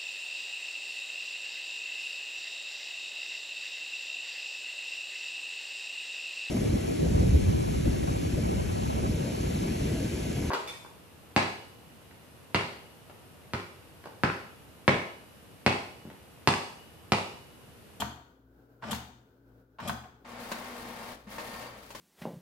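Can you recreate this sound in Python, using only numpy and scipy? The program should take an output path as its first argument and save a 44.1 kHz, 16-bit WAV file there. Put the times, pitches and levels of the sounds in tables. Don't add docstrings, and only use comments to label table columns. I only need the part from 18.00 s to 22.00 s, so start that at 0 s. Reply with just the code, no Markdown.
import sys
import numpy as np
from scipy import signal
from scipy.fft import rfft, irfft
from scipy.io import wavfile

SR = 44100
rng = np.random.default_rng(int(sys.argv[2]) if len(sys.argv) > 2 else 0)


def log_audio(samples):
    frames = np.atleast_2d(samples).T
    limited = np.clip(frames, -1, 1)
    pcm = np.round(limited * 32767).astype(np.int16)
    wavfile.write(sys.argv[1], SR, pcm)


N = 176400
T = np.arange(N) / SR
FREQ = np.arange(4097) * SR / 8192

# (f/Hz, t/s)
ROOM_DECAY = [(100, 0.63), (7000, 0.53), (10000, 0.42), (16000, 0.49)]
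# (f/Hz, level/dB)
STEREO_WIDTH = [(150, -21.5), (400, -9.5), (1300, 1.5), (4000, 0)]
# (f/Hz, level/dB)
LEFT_LEAD = [(60, 3), (1300, 2.5), (2400, -0.5), (4400, 9.5), (8000, 6), (12000, 1.5)]
# (f/Hz, level/dB)
IDLE_TONES = [(59.2, -72.5), (120, -68), (266, -73)]
MOTOR_TONES = [(59.2, -67), (119, -63)]
# (f/Hz, level/dB)
AIR_COLOUR = [(25, -18.5), (60, -5.5), (250, -3.5), (450, -1.5), (600, -10.5), (1200, -19.5), (1480, -10),
              (1850, -28), (9000, -41.5), (14000, -30.5)]
PAPER_COLOUR = [(800, 6), (4500, -1.5), (7000, -7), (11500, -3), (16000, -8)]
GEAR_COLOUR = [(50, -37), (130, -14), (220, 7), (310, -1), (410, -1.5), (490, 4.5), (720, 2), (1050, 1.5),
               (1450, -3), (1900, -2), (2500, -7.5), (5000, -16.5), (8000, -23), (16000, -47)]
RUMBLE_COLOUR = [(30, -34.5), (90, -13.5), (165, -7), (215, 5), (370, -14), (1000, -10), (5000, -27.5),
                 (16000, -49.5)]
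LATCH_COLOUR = [(200, -46.5), (900, 7), (2300, -1), (3350, 10), (5200, -3.5), (6700, 3), (9500, -5.5),
                (12000, 0), (16000, -12.5)]
CRACK_COLOUR = [(500, -20), (1500, 4.5), (4000, -1), (10000, -10.5)]
CLACK_COLOUR = [(150, -17.5), (560, -17), (700, 5.5), (920, 2.5), (1540, 1.5), (2100, -8.5), (3700, -14.5),
                (16000, -59.5)]
# (t/s, level/dB)
PAPER_HISS = [(2.26, -73), (2.29, -54.5), (2.385, -59.5), (2.40, -48.5), (3.14, -50), (3.165, -61),
              (3.27, -67.5), (3.319, -47.5), (3.65, -49), (3.72, -58.5), (4.0, -51.5)]
# (t/s, f/Hz, level/dB)
PAPER_SQUEAL = [(3.445, 4460, -62), (3.53, 4490, -60.5), (3.57, 4540, -55), (3.61, 4590, -61),
                (3.68, 4590, -66)]
# (start t/s, fade t/s, stop t/s, rattle level/dB, rattle fade rate/(dB/s))
FEED_RUNS = [(2.246, 3.115, 3.14, -45, 160), (3.269, 3.637, 3.99, -45, 48)]
# (f/Hz, first run level/dB, second run level/dB)
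WHINE_TONES = [(241, -51.5, -58), (489, -58.5, -57.5), (720, -61, -65), (909.5, -58, -55), (1080, -59, -60),
               (1820, -63, -57.5), (2725, -70, -66)]
# (t/s, level/dB, chatter t/s, relative crack level/dB)
GEAR_KNOCKS = [(2.517, -5, 0.0071, -3), (3.3835, -14, 0.0043, -18), (3.389, -7, 0.018, -24),
               (3.9045, -18.5, 0.0083, -1), (3.9495, -12.5, 0.01, -3.5)]
DRIVE_CLACKS = [(.0205, -6.5, 0.0043, -16), (.8245, -14, 0.011, -28), (.8395, -13.5, .0069, -27),
                (.9300, -11, .0045, 1), (.942, -16, 0.014, 6), (1.786, -12, 0.014, -25),
                (1.802, -15, 0.0054, -11), (1.8955, -5.5, 0.0041, -6), (2.040, -23, 0.009, -28)]
# (f/Hz, width f/Hz, level/dB)
HOUSING_TONES = [(734, 30, -6), (925, 50, -2.5), (1110, 25, -11.5), (1500, 140, -12.5)]
# (f/Hz, level/dB, t/s to fall by 60 dB)
FRAME_TONES = [(76.1, -40.5, 0.57), (122.8, -43.5, 0.82), (204.8, -31, 0.2), (3230, -58.5, 0.41),
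               (6400, -60, 0.55), (6700, -61, 0.45)]
# (latch t/s, clash level/dB, stop t/s, rumble level/dB)
CARRIAGE_TRIPS = [(.001, -31.5, 0.018, -33.5), (0.909, -31.5, 0.92, -35.5), (1.875, -32.5, 1.89, -35)]


def amp(db):
    return 10 ** (np.asarray(db) / 20)


def unit(x):
    return x / np.sqrt(np.mean(x ** 2))


def curve(points, f=FREQ):
    hz, values = np.array(points).T
    return np.interp(np.log(f + 1), np.log(hz), values)


def shape(x, gain):
    delay = len(FREQ) - 1
    response = np.roll(irfft(gain), delay, axis=-1)
    filtered = signal.oaconvolve(np.atleast_2d(x), np.atleast_2d(response), axes=-1)
    return filtered[:, delay:delay + x.shape[-1]]


def convolve(x, response):
    return signal.oaconvolve(np.atleast_2d(x), np.atleast_2d(response), axes=-1)[:, :N]


def colour(x, points):
    log_response = irfft(np.log(unit(amp(curve(points)))))
    half = len(log_response) // 2
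    log_response[1:half] *= 2
    log_response[half + 1:] = 0
    return convolve(x, irfft(np.exp(rfft(log_response))))


def drift(rate_hz, count=1000):
    hz = np.arange(count // 2 + 1) / T[-1]
    slow = irfft(rfft(rng.standard_normal(count)) * np.exp(-(hz / rate_hz) ** 2))
    return np.interp(T, np.linspace(0, T[-1], count), unit(slow))


def grains(spread):
    return unit(rng.standard_normal(N) * np.exp(spread * rng.standard_normal(N)))


def fall(start, seconds):
    return (T >= start) * fade(start, seconds)


def fade(start, seconds):
    return np.exp(-np.maximum(T - start, 0) / seconds)


def wide_noise(count=N):
    mid, side = rng.standard_normal((2, count))
    width = amp(curve(STEREO_WIDTH))
    total = np.hypot(1, width)
    return shape(mid, 1 / total) + np.array([[1], [-1]]) * shape(side, width / total)


def tone(hz, wander, rate_hz):
    pitch = hz * (1 + wander * drift(rate_hz))
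    return np.sqrt(2) * np.sin(2 * np.pi * np.cumsum(pitch) / SR)


def room(echo_db=0, near_s=0.007, near_db=3.5, tail_db=1, count=30000):
    t = T[:count]
    near = wide_noise(count) * np.exp(-t / near_s) * amp(near_db) / np.sqrt(near_s * SR / 2)
    noise, tail = wide_noise(count), 0
    for hz, decay_s in ROOM_DECAY:
        band = shape(noise, curve([(f, float(f == hz)) for f, _ in ROOM_DECAY]))
        tail = tail + band * amp(-60 * t / decay_s) * (t > near_s)
    response = amp(echo_db) * (near + amp(tail_db) * unit(tail) / np.sqrt(count))
    response[:, 0] += 1
    return unit(response) / np.sqrt(count)


def hum_and_air(waver_db=3.5, air_db=-63.5, swell_db=2.36):
    hum = sum(amp(db + waver_db * drift(3.1)) * tone(hz, 0.025, 14.5) for hz, db in IDLE_TONES)
    air = amp(air_db - swell_db * drift(8.3)) * colour(wide_noise(), AIR_COLOUR)
    return hum + air


def paper(rasp=0.02):
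    times, db = np.array(PAPER_HISS).T
    sliding = wide_noise() * amp(np.interp(T, times, db, left=-120) + 1.6 * drift(100))
    hiss = colour(sliding, PAPER_COLOUR)
    times, hz, db = np.array(PAPER_SQUEAL).T
    loudness = amp(np.interp(T, times, db) + 2 * drift(50)) * (T > times[0]) * (T < times[-1])
    squeal = loudness * tone(np.interp(T, times, hz), rasp, 140)
    return hiss + convolve(squeal, room())


def motor_thump(hz=206, db=-39.5, decay_s=0.014):
    start = FEED_RUNS[-1][0]
    swell = 2 * (fall(start, decay_s) - fall(start, decay_s / 3))
    return amp(db) * swell * np.sin(2 * np.pi * hz * (T - start))


def feed_motor(spin_up_s=0.066, tooth_hz=121.5, wander_hz=2.8, lurch_db=1.7, gears=4):
    drive, whine = np.zeros(N), np.zeros((2, N))
    for run, (start, fade_at, stop, db, fade_rate) in enumerate(FEED_RUNS):
        spin_up = (T > start) * (1 - 0.45 * fall(start, spin_up_s))
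        strength = spin_up * amp(-fade_rate * np.maximum(T - fade_at, 0)) * fade(stop, 0.053)
        drive += amp(db) * strength
        for hz, *run_db in WHINE_TONES:
            flutter_db = np.array([drift(17), drift(29)])
            whine += amp(run_db[run] + flutter_db) * strength ** 2 * tone(hz, wander_hz / hz, 37.2)
    teeth = 1 + 0.26 * tone(tooth_hz, 0.0303, 13.3)
    drive *= teeth / np.sqrt(gears)
    rattle = sum(convolve(drive * amp(lurch_db * drift(40)) * grains(0.53), room())
                 for _ in range(gears))
    powered = np.clip((T - FEED_RUNS[0][0]) / spin_up_s, 0, 1)
    hum = powered * sum(amp(db) * tone(hz, 0.0169, 3.26) for hz, db in MOTOR_TONES)
    return colour(rattle, GEAR_COLOUR) + whine + hum


def strike(table, blow_db=9, soften_s=0.006):
    force, crack = np.zeros((2, N))
    for start, db, chatter_s, crack_db in table:
        swell = fall(start, chatter_s) - fall(start, chatter_s / 10)
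        chatter = grains(0.57) * swell / np.sqrt(chatter_s * SR / 2)
        force += amp(db) * chatter
        force[int(start * SR)] += amp(db + blow_db) * np.exp(-chatter_s / soften_s)
        crack += amp(db + crack_db) * chatter
    return force, colour(crack, CRACK_COLOUR)


def gear_knocks():
    force, crack = strike(GEAR_KNOCKS)
    return colour(force, GEAR_COLOUR) + crack


def frame_ring(pitch_spread=0.0026, build_s=0.0078):
    ring = np.zeros((2, N))
    for _, _, stop, _ in CARRIAGE_TRIPS:
        first = int(stop * SR)
        t = T[:min(SR, N - first)]
        for hz, db, decay_s in FRAME_TONES:
            detune, turn, lag = rng.standard_normal(3)
            phase = 2 * np.pi * (hz * (1 + pitch_spread * detune) * t + turn)
            ear_shift = np.array([[1], [-1]]) * lag * amp(curve(STEREO_WIDTH, hz))
            loudness = amp(db - 60 * t / decay_s) * (1 - np.exp(-t / build_s))
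            ring[:, first:first + len(t)] += loudness * np.sin(phase + ear_shift)
    return ring


def carriage(travel_s=0.106, rise_s=0.0013, hold_s=0.0052):
    rumble, clash = np.zeros((2, N))
    for latch, clash_db, stop, rumble_db in CARRIAGE_TRIPS:
        progress = np.clip(1 - (stop - T) / travel_s, 0, 1)
        rumble += amp(rumble_db) * progress ** 0.67 * fade(stop, 0.019)
        rise = np.clip((T - latch) / rise_s, 0, 1)
        clash += amp(clash_db) * rise * fade(latch + rise_s + hold_s, 0.0061)
    return colour(rumble * grains(0.66), RUMBLE_COLOUR) + colour(clash * grains(0.6), LATCH_COLOUR)


def housing(x):
    ring = sum(amp(db) / (1 + 1j * (FREQ ** 2 - hz ** 2) / (width * (FREQ + 1)))
               for hz, width, db in HOUSING_TONES)
    return x + convolve(x, irfft(ring))


def drive_clacks():
    force, crack = strike(DRIVE_CLACKS)
    return housing(colour(force, CLACK_COLOUR)) + crack


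def scene():
    blows = convolve(drive_clacks() + gear_knocks(), room(echo_db=-1))
    trips = convolve(carriage(), room()) + frame_ring()
    sound = blows + trips + feed_motor() + motor_thump() + paper() + hum_and_air()
    ear_db = np.array([[1], [-1]]) * curve(LEFT_LEAD) / 2
    return shape(sound, amp(ear_db))


def record(dry):
    top_hz = 15850
    return signal.sosfilt(signal.ellip(10, .2, 70, top_hz, fs=SR, output="sos"), dry)


dry = scene()
out = record(dry)
log_audio(out)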